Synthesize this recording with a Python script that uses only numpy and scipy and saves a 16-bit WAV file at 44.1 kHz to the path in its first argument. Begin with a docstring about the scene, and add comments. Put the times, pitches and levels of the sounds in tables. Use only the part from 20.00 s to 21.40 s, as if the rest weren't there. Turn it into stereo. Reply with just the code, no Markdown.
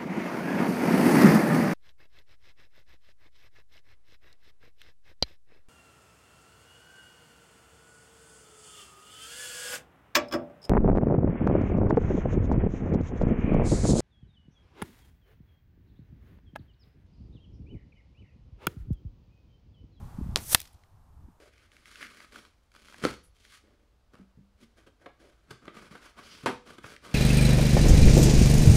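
"""Wind buffets the microphone over a far outdoor murmur; then an air rifle is fired far down a garden range.
The recordist stands beside the cardboard target: the report arrives first, then the pellet hisses closer,
passes and punches through the card, and the surroundings echo.
Wind, murmur, hiss and echoes are filtered noise; the sharp cracks are filtered pulses; the card rings in sines.
The recorder turns its gain down at loud peaks and holds it there."""
import sys
import numpy as np
from scipy import signal
from scipy.fft import rfft, irfft, next_fast_len
from scipy.io import wavfile
from scipy.ndimage import uniform_filter1d, minimum_filter1d, map_coordinates

SR = 44100
rng = np.random.default_rng(int(sys.argv[2]) if len(sys.argv) > 2 else 0)


def output_pcm(signal):
    """Save a mono or channel-first signal as 16-bit PCM at the path in sys.argv[1].

    Samples are clipped to [-1, 1] before scaling.
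    """
    pcm = np.clip(np.atleast_2d(signal).T, -1, 1) * 32767
    wavfile.write(sys.argv[1], SR, np.round(pcm).astype(np.int16))


N = 61739  # samples, 1.4 s

REPORT_S, SLAP_S = .35945, .5493  # the report arrives; the pellet leaves the back of the card (s)
TOP_HZ = 15400  # top of the recorder's range

# left-right likeness of distant, spread-out sound: [f/Hz, likeness -1 to 1]
FAR_LIKENESS = [(100, 1), (900, .9), (3500, .75), (8000, 0.26), (15000, .2)]
# left-right likeness of sound close to the microphone: [f/Hz, likeness -1 to 1]
NEAR_LIKENESS = [(200, 0.73), (1000, .85), (4000, .55), (15000, 0.27)]


def amp(db):
    """Decibels to gain."""
    return 10 ** (np.asarray(db) / 20)


def unit(x):
    """x scaled to rms 1."""
    return x / np.sqrt(np.mean(x ** 2) + 1e-20)


def clock():
    """The time of each sample (s)."""
    return np.arange(N) / SR


def along(points, hz):
    """(f/Hz, value) points read on a log frequency axis."""
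    f, v = np.transpose(points)
    return np.interp(np.log(hz + 1), np.log(f + 1), v)


def band(centre_hz, octaves):
    """A rounded hump as (f/Hz, level/dB) points; its power is down to 1/e at the given octaves from the centre."""
    steps = np.linspace(-10, 10, 81)  # octaves from the centre
    level_db = -10 / np.log(10) * (steps / octaves) ** 2
    return np.transpose([centre_hz * 2 ** steps, np.maximum(level_db, -100)])


def coloured(x, spectrum):
    """x through a causal minimum-phase filter with the given (f/Hz, level/dB) points."""
    m = 2 * next_fast_len(N)
    log_gain = np.log(amp(along(spectrum, np.fft.rfftfreq(m, 1 / SR))))
    # folding the cepstrum onto positive times makes the filter causal
    cepstrum = irfft(log_gain, m)
    cepstrum[1:m // 2] *= 2
    cepstrum[m // 2 + 1:] = 0
    return irfft(rfft(x, m) * np.exp(rfft(cepstrum)), m)[..., :N]


def filtered(x, response):
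    """x times a response of frequency."""
    m = 2 * next_fast_len(N)
    return irfft(rfft(x, m) * response(np.fft.rfftfreq(m, 1 / SR)), m)[..., :N]


def noise(alike):
    """White stereo noise with the given left-right likeness, mixed from independent mid and side."""
    def mid_side_gain(hz):
        turn = np.arccos(np.clip(along(alike, hz), -1, 1)) / 2
        return np.array([np.cos(turn), np.sin(turn)])

    mid, side = filtered(rng.standard_normal((2, N)), mid_side_gain)
    return np.array([mid + side, mid - side])


def wobble(rate):
    """A smooth random curve with rate knots a second."""
    return map_coordinates(rng.standard_normal(N), [clock() * rate])


def placed(x, s, db):
    """x scaled to the given energy per port (dB), then shifted to start at time s."""
    x = unit(x) * amp(db) / np.sqrt(N)
    return np.pad(np.broadcast_to(x, (2, N)), ((0, 0), (round(s * SR), 0)))[:, :N]


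def snap(spectrum, low_s, high_s):
    """One coloured pressure pulse whose delay runs from low_s in the bass to high_s at the top."""
    def spread(hz):
        return np.exp(-2j * np.pi * hz * (low_s + (high_s - low_s) * hz / (2 * TOP_HZ)))

    return filtered(coloured(signal.unit_impulse(N), spectrum), spread)


def burst(spectrum, length_s, alike):
    """A short gated puff of coloured noise."""
    gate = np.exp(-(clock() / length_s) ** 4)
    return coloured(noise(alike) * gate, spectrum)


def tail(spectrum, t60, attack_s, alike):
    """Grainy scatter that swells and dies away; t60 is the time (s) to decay by 60 dB."""
    t = clock()
    grains = noise(alike) * amp(1.9 * wobble(rate=700))
    swell = 1 - np.exp(-t / attack_s)
    return coloured(grains, spectrum) * 1000 ** (-t / t60) * swell


def wind():
    """Turbulence at the microphone: low buffeting, different at each port, with stronger rounded eddies."""
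    # strength of the wind on the microphone: [t/s, level/dB, left minus right/dB]
    gusts = [(0, -33.5, -2), (.06, -37.5, -7), (.1, -44, -4), (.17, -41.5, -7.5), (0.211, -32, 2.5),
             (.3, -34.5, 5.5), (.34, -31, -5.5), (.39, -31, 4.5), (.5, -32.5, 1.5), (.6, -42, -1),
             (.71, -50, 3), (.75, -41.5, 3.5), (.79, -50.5, 2), (.9, -49.5, 6.5), (.96, -42, 2),
             (1.12, -43.5, 4), (1.24, -32.5, 7.5), (1.33, -47, 3), (1.4, -46.5, -2)]
    # colour of the buffeting: [f/Hz, level/dB]
    buffet = [(20, -5), (45, -4.5), (72, -0.5), (130, -9), (220, -20), (400, -34), (900, -54.5),
              (3000, -90)]
    # single eddies that thump the ports: [centre t/s, energy of both ports/dB, f/Hz, share on the right 0-1]
    eddies = [(.189, 0.5, 184, 0.98), (.214, -2.5, 231, 0.03), (.222, 4, 65, 0), (.264, -3.5, 160, 0.8),
              (.293, -2, 153, 0), (.75, -10.5, 60, .35), (.946, -11, 91, 0.1), (1.24, -2.5, 79.5, 0.19),
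              (1.287, -11, 220, .35), (1.303, -16, 160, 0.27)]
    t = clock()
    times, *columns = np.transpose(gusts)
    level_db, side_db = [np.interp(t, times, c) for c in columns]
    port_db = level_db + 1.1 * wobble(rate=35) + side_db * np.array([[.5], [-.5]])
    rumble = unit(coloured(noise([(60, 0.087)]), buffet)) * amp(port_db)
    for s, db, hz, right in eddies:
        cycles = (t - s) * hz
        swirl = np.sin(2 * np.pi * cycles) / (1 + (cycles / 0.73) ** 2) ** 2
        rumble = rumble + placed(swirl, 0, db) * np.sqrt([[1 - right], [right]])
    return rumble


def background():
    """The steady far murmur of the outdoors and the microphone's own hiss, both filtered noise."""
    # colour of the far murmur: [f/Hz, level/dB]
    outdoors = [(100, 1.5), (300, -1.5), (550, -2), (850, 4.5), (1150, 0.5), (1700, -10), (2600, -19.5),
                (5000, -23), (15000, -38.5)]
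    # colour of the microphone's own noise: [f/Hz, level/dB]
    mic_hiss = [(500, -0.5), (4000, -3), (9000, -3.5), (15000, -6)]
    outdoors_db, mic_hiss_db = -57, -63.5  # rms levels
    far = unit(coloured(noise(FAR_LIKENESS), outdoors)) * amp(outdoors_db)
    own = unit(coloured(rng.standard_normal((2, N)), mic_hiss)) * amp(mic_hiss_db)
    return far + own


def report():
    """The muzzle's single sharp pressure pulse and its scatter from the garden."""
    # colour of the muzzle pulse: [f/Hz, level/dB]
    muzzle = [(30, -18), (150, -6.5), (300, -3), (500, -10), (1300, -2.5), (2000, -7), (2900, -0.5),
              (4700, 2.5), (7500, -11.5), (9200, -3.5), (11300, -20.5), (15000, -18)]
    # colour of the garden's scatter: [f/Hz, level/dB]
    garden = [(50, -6), (280, 6.5), (500, -2.5), (900, -1), (1500, -6.5), (3000, -8), (7000, -12),
              (14000, -19.5)]
    pulse = placed(snap(muzzle, low_s=.00003, high_s=.0004), REPORT_S, db=17)
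    scatter = tail(garden, t60=.24, attack_s=.003, alike=FAR_LIKENESS)
    return pulse + placed(scatter, REPORT_S, db=4.0)


def flight():
    """The pellet's fluttering hiss grows as it nears and drops once past; its duller wake shows only close by."""
    # colour of the pellet's hiss: [f/Hz, level/dB]
    hiss_colour = [(200, -12.5), (1200, -15), (3000, -13.5), (4500, -10), (6000, -4.5), (6900, -6),
                   (9000, -1.5), (11000, 0), (15000, -6.5)]
    # colour of the wake: [f/Hz, level/dB]
    wake_colour = [(50, 3), (350, 3.5), (1500, -5), (4200, -2), (7000, -16.5), (15000, -23.5)]
    pass_s, pass_db = .5325, -9  # closest moment (s), hiss level there (dB)
    near_s, recede = .008, 2.4  # time to cover the miss distance on approach (s), speed-up once past
    spread = 1.11  # power of the fall with distance
    t = clock()
    pace = np.where(t > pass_s, recede, 1)
    distance = np.hypot(1, (t - pass_s) / near_s * pace)  # in miss distances
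    flying = np.clip((t - REPORT_S) / .01, 0, 1) * np.clip((SLAP_S - t) / .002, 0, 1)
    flutter = amp(pass_db + .8 * wobble(rate=250))
    hiss = unit(coloured(noise(NEAR_LIKENESS), hiss_colour)) * flutter / distance ** spread
    wake = unit(coloured(noise(FAR_LIKENESS), wake_colour)) * amp(-18)
    wake = wake / (1 + ((t - pass_s) / 0.0029) ** 2)
    return flying * (hiss + wake)


def echoes():
    """Short smeared ticks of noise for the echoes off rough surfaces."""
    # echoes from the ground, fences and walls: [t/s, energy/dB, centre f/Hz, width/octaves, gate length/s]
    returns = [(.366, 5.5, 780, 1.49, 0.0023), (.3715, 2, 5500, 0.59, 0.0038),
               (0.595, -11.5, 3500, 0.92, .004), (.602, 1.5, 10000, 1.9, 0.00258),
               (.615, -4, 8000, 2.3, 0.0043), (0.629, -19, 6030, 1.8, 0.0022),
               (0.653, -16.5, 2600, 1.4, 0.006), (.674, -18.5, 3500, 1.8, 0.0047),
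               (0.731, -25.5, 9800, 0.28, 0.0044), (0.742, -29.5, 5500, 0.88, .008),
               (0.8363, -26, 2500, .8, .0025)]
    ticks = np.zeros((2, N))
    for s, db, hz, octaves, length_s in returns:
        ticks += placed(burst(band(hz, octaves), length_s, FAR_LIKENESS), s, db)
    return ticks


def hit():
    """The pellet rips the face and slaps through the back; the board flexes and rings, and the garden answers."""
    # colour of the tearing face: [f/Hz, level/dB]
    tear = [(30, -14.5), (150, -8), (330, -8.5), (550, -11), (1000, -14.5), (2200, -8.5), (3200, -2),
            (4600, -3), (7300, -13.5), (8600, -1), (9900, -8.5), (11300, 4.5), (13200, -6), (15000, -8)]
    # colour of the slap through the back: [f/Hz, level/dB]
    back = [(30, -10), (150, -4.5), (330, -6), (550, -10), (900, -3), (1700, 1.5), (3200, -4.5),
            (4700, 0.5), (7000, -5), (9000, -15), (15000, -19.5)]
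    # ringing modes of the card: [f/Hz, level/dB, t60/s before the shared fade]
    modes = [(503, -10, 0.066), (1097, -6, 0.012), (1793, -5, 0.074), (2800, -6.5, 0.037),
             (3650, -3, 0.032), (4393, -15.5, 0.054), (4700, -3.5, 0.027)]
    # colour of the board's rattle: [f/Hz, level/dB]
    board = [(25, -12), (100, -1.5), (330, -4), (550, -3), (850, -2.5), (1250, 1), (2200, -1), (3500, -6.5),
             (7000, -7), (9000, -10), (12000, -5.5), (15000, -9)]
    # colour of the garden's answer: [f/Hz, level/dB]
    garden_colour = [(100, -2), (500, -4), (1300, -7.5), (2500, -2), (4200, 0.5), (7000, -3), (11000, -1.5),
                     (15000, -5.5)]
    # colour of the slower, more distant answer: [f/Hz, level/dB]
    distant_colour = [(200, -20), (1200, -8), (2500, -0.5), (5000, -0.5), (9000, -9.5), (15000, -20)]
    hit_s, tear_s = .5469, .0012  # moment of the hit, length of the tear (s)
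    push_hz, push_t60 = 95, 0.03  # the whole board flexing: pitch (Hz), 60 dB decay (s)
    t = clock()
    crack = placed(snap(tear, low_s=tear_s, high_s=.0001), hit_s, db=26)
    rip = placed(burst(tear, tear_s, NEAR_LIKENESS), hit_s, db=20.5)  # torn fibres
    push = placed(np.sin(2 * np.pi * push_hz * t) * amp(-60 * t / push_t60), hit_s, db=3)
    rattle = placed(tail(board, t60=0.024, attack_s=.0005, alike=FAR_LIKENESS), hit_s + tear_s, db=18)
    slap = placed(snap(back, low_s=.00005, high_s=.0005), SLAP_S, db=16)
    ring = sum(amp(db - 60 * t / t60) * np.sin(2 * np.pi * hz * t) for hz, db, t60 in modes)
    ring = placed(ring * np.exp(-t / 0.011), SLAP_S, db=4.5)
    garden = placed(tail(garden_colour, t60=.335, attack_s=.004, alike=FAR_LIKENESS), SLAP_S, db=.8)
    distant = placed(tail(distant_colour, t60=.8, attack_s=.05, alike=FAR_LIKENESS), SLAP_S, db=-16.5)
    return crack + rip + push + rattle + slap + ring + garden + distant


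def scene():
    """The shot reaches the left port a moment earlier and the right one a little louder, amid wind and murmur."""
    port_lag_s = 1.7e-5
    early_late = np.array([[1], [-1]])
    shot = report() + flight() + echoes() + hit()
    shot = filtered(shot, lambda hz: np.exp(1j * np.pi * hz * port_lag_s * early_late))
    return wind() + background() + shot * amp([[-.6], [.6]])


def record(dry):
    """Loud peaks pull the gain down and it stays down; what is still too loud clips; the top is cut off."""
    threshold_db, max_cut_db = -13, 12
    over_db = 20 * np.log10(np.abs(dry).max(0) + 1e-9) - threshold_db
    # largest need in a centred window, so the gain starts to fall just ahead of a peak
    need_db = -minimum_filter1d(-np.clip(over_db, 0, max_cut_db), size=400)
    cut_db = np.maximum.accumulate(need_db)  # no recovery
    clipped = np.clip(dry * amp(-uniform_filter1d(cut_db, size=300)), -1, 1)
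    return filtered(clipped, lambda hz: 1 / np.sqrt(1 + (hz / TOP_HZ) ** 140))


dry = scene()
out = record(dry)
output_pcm(out)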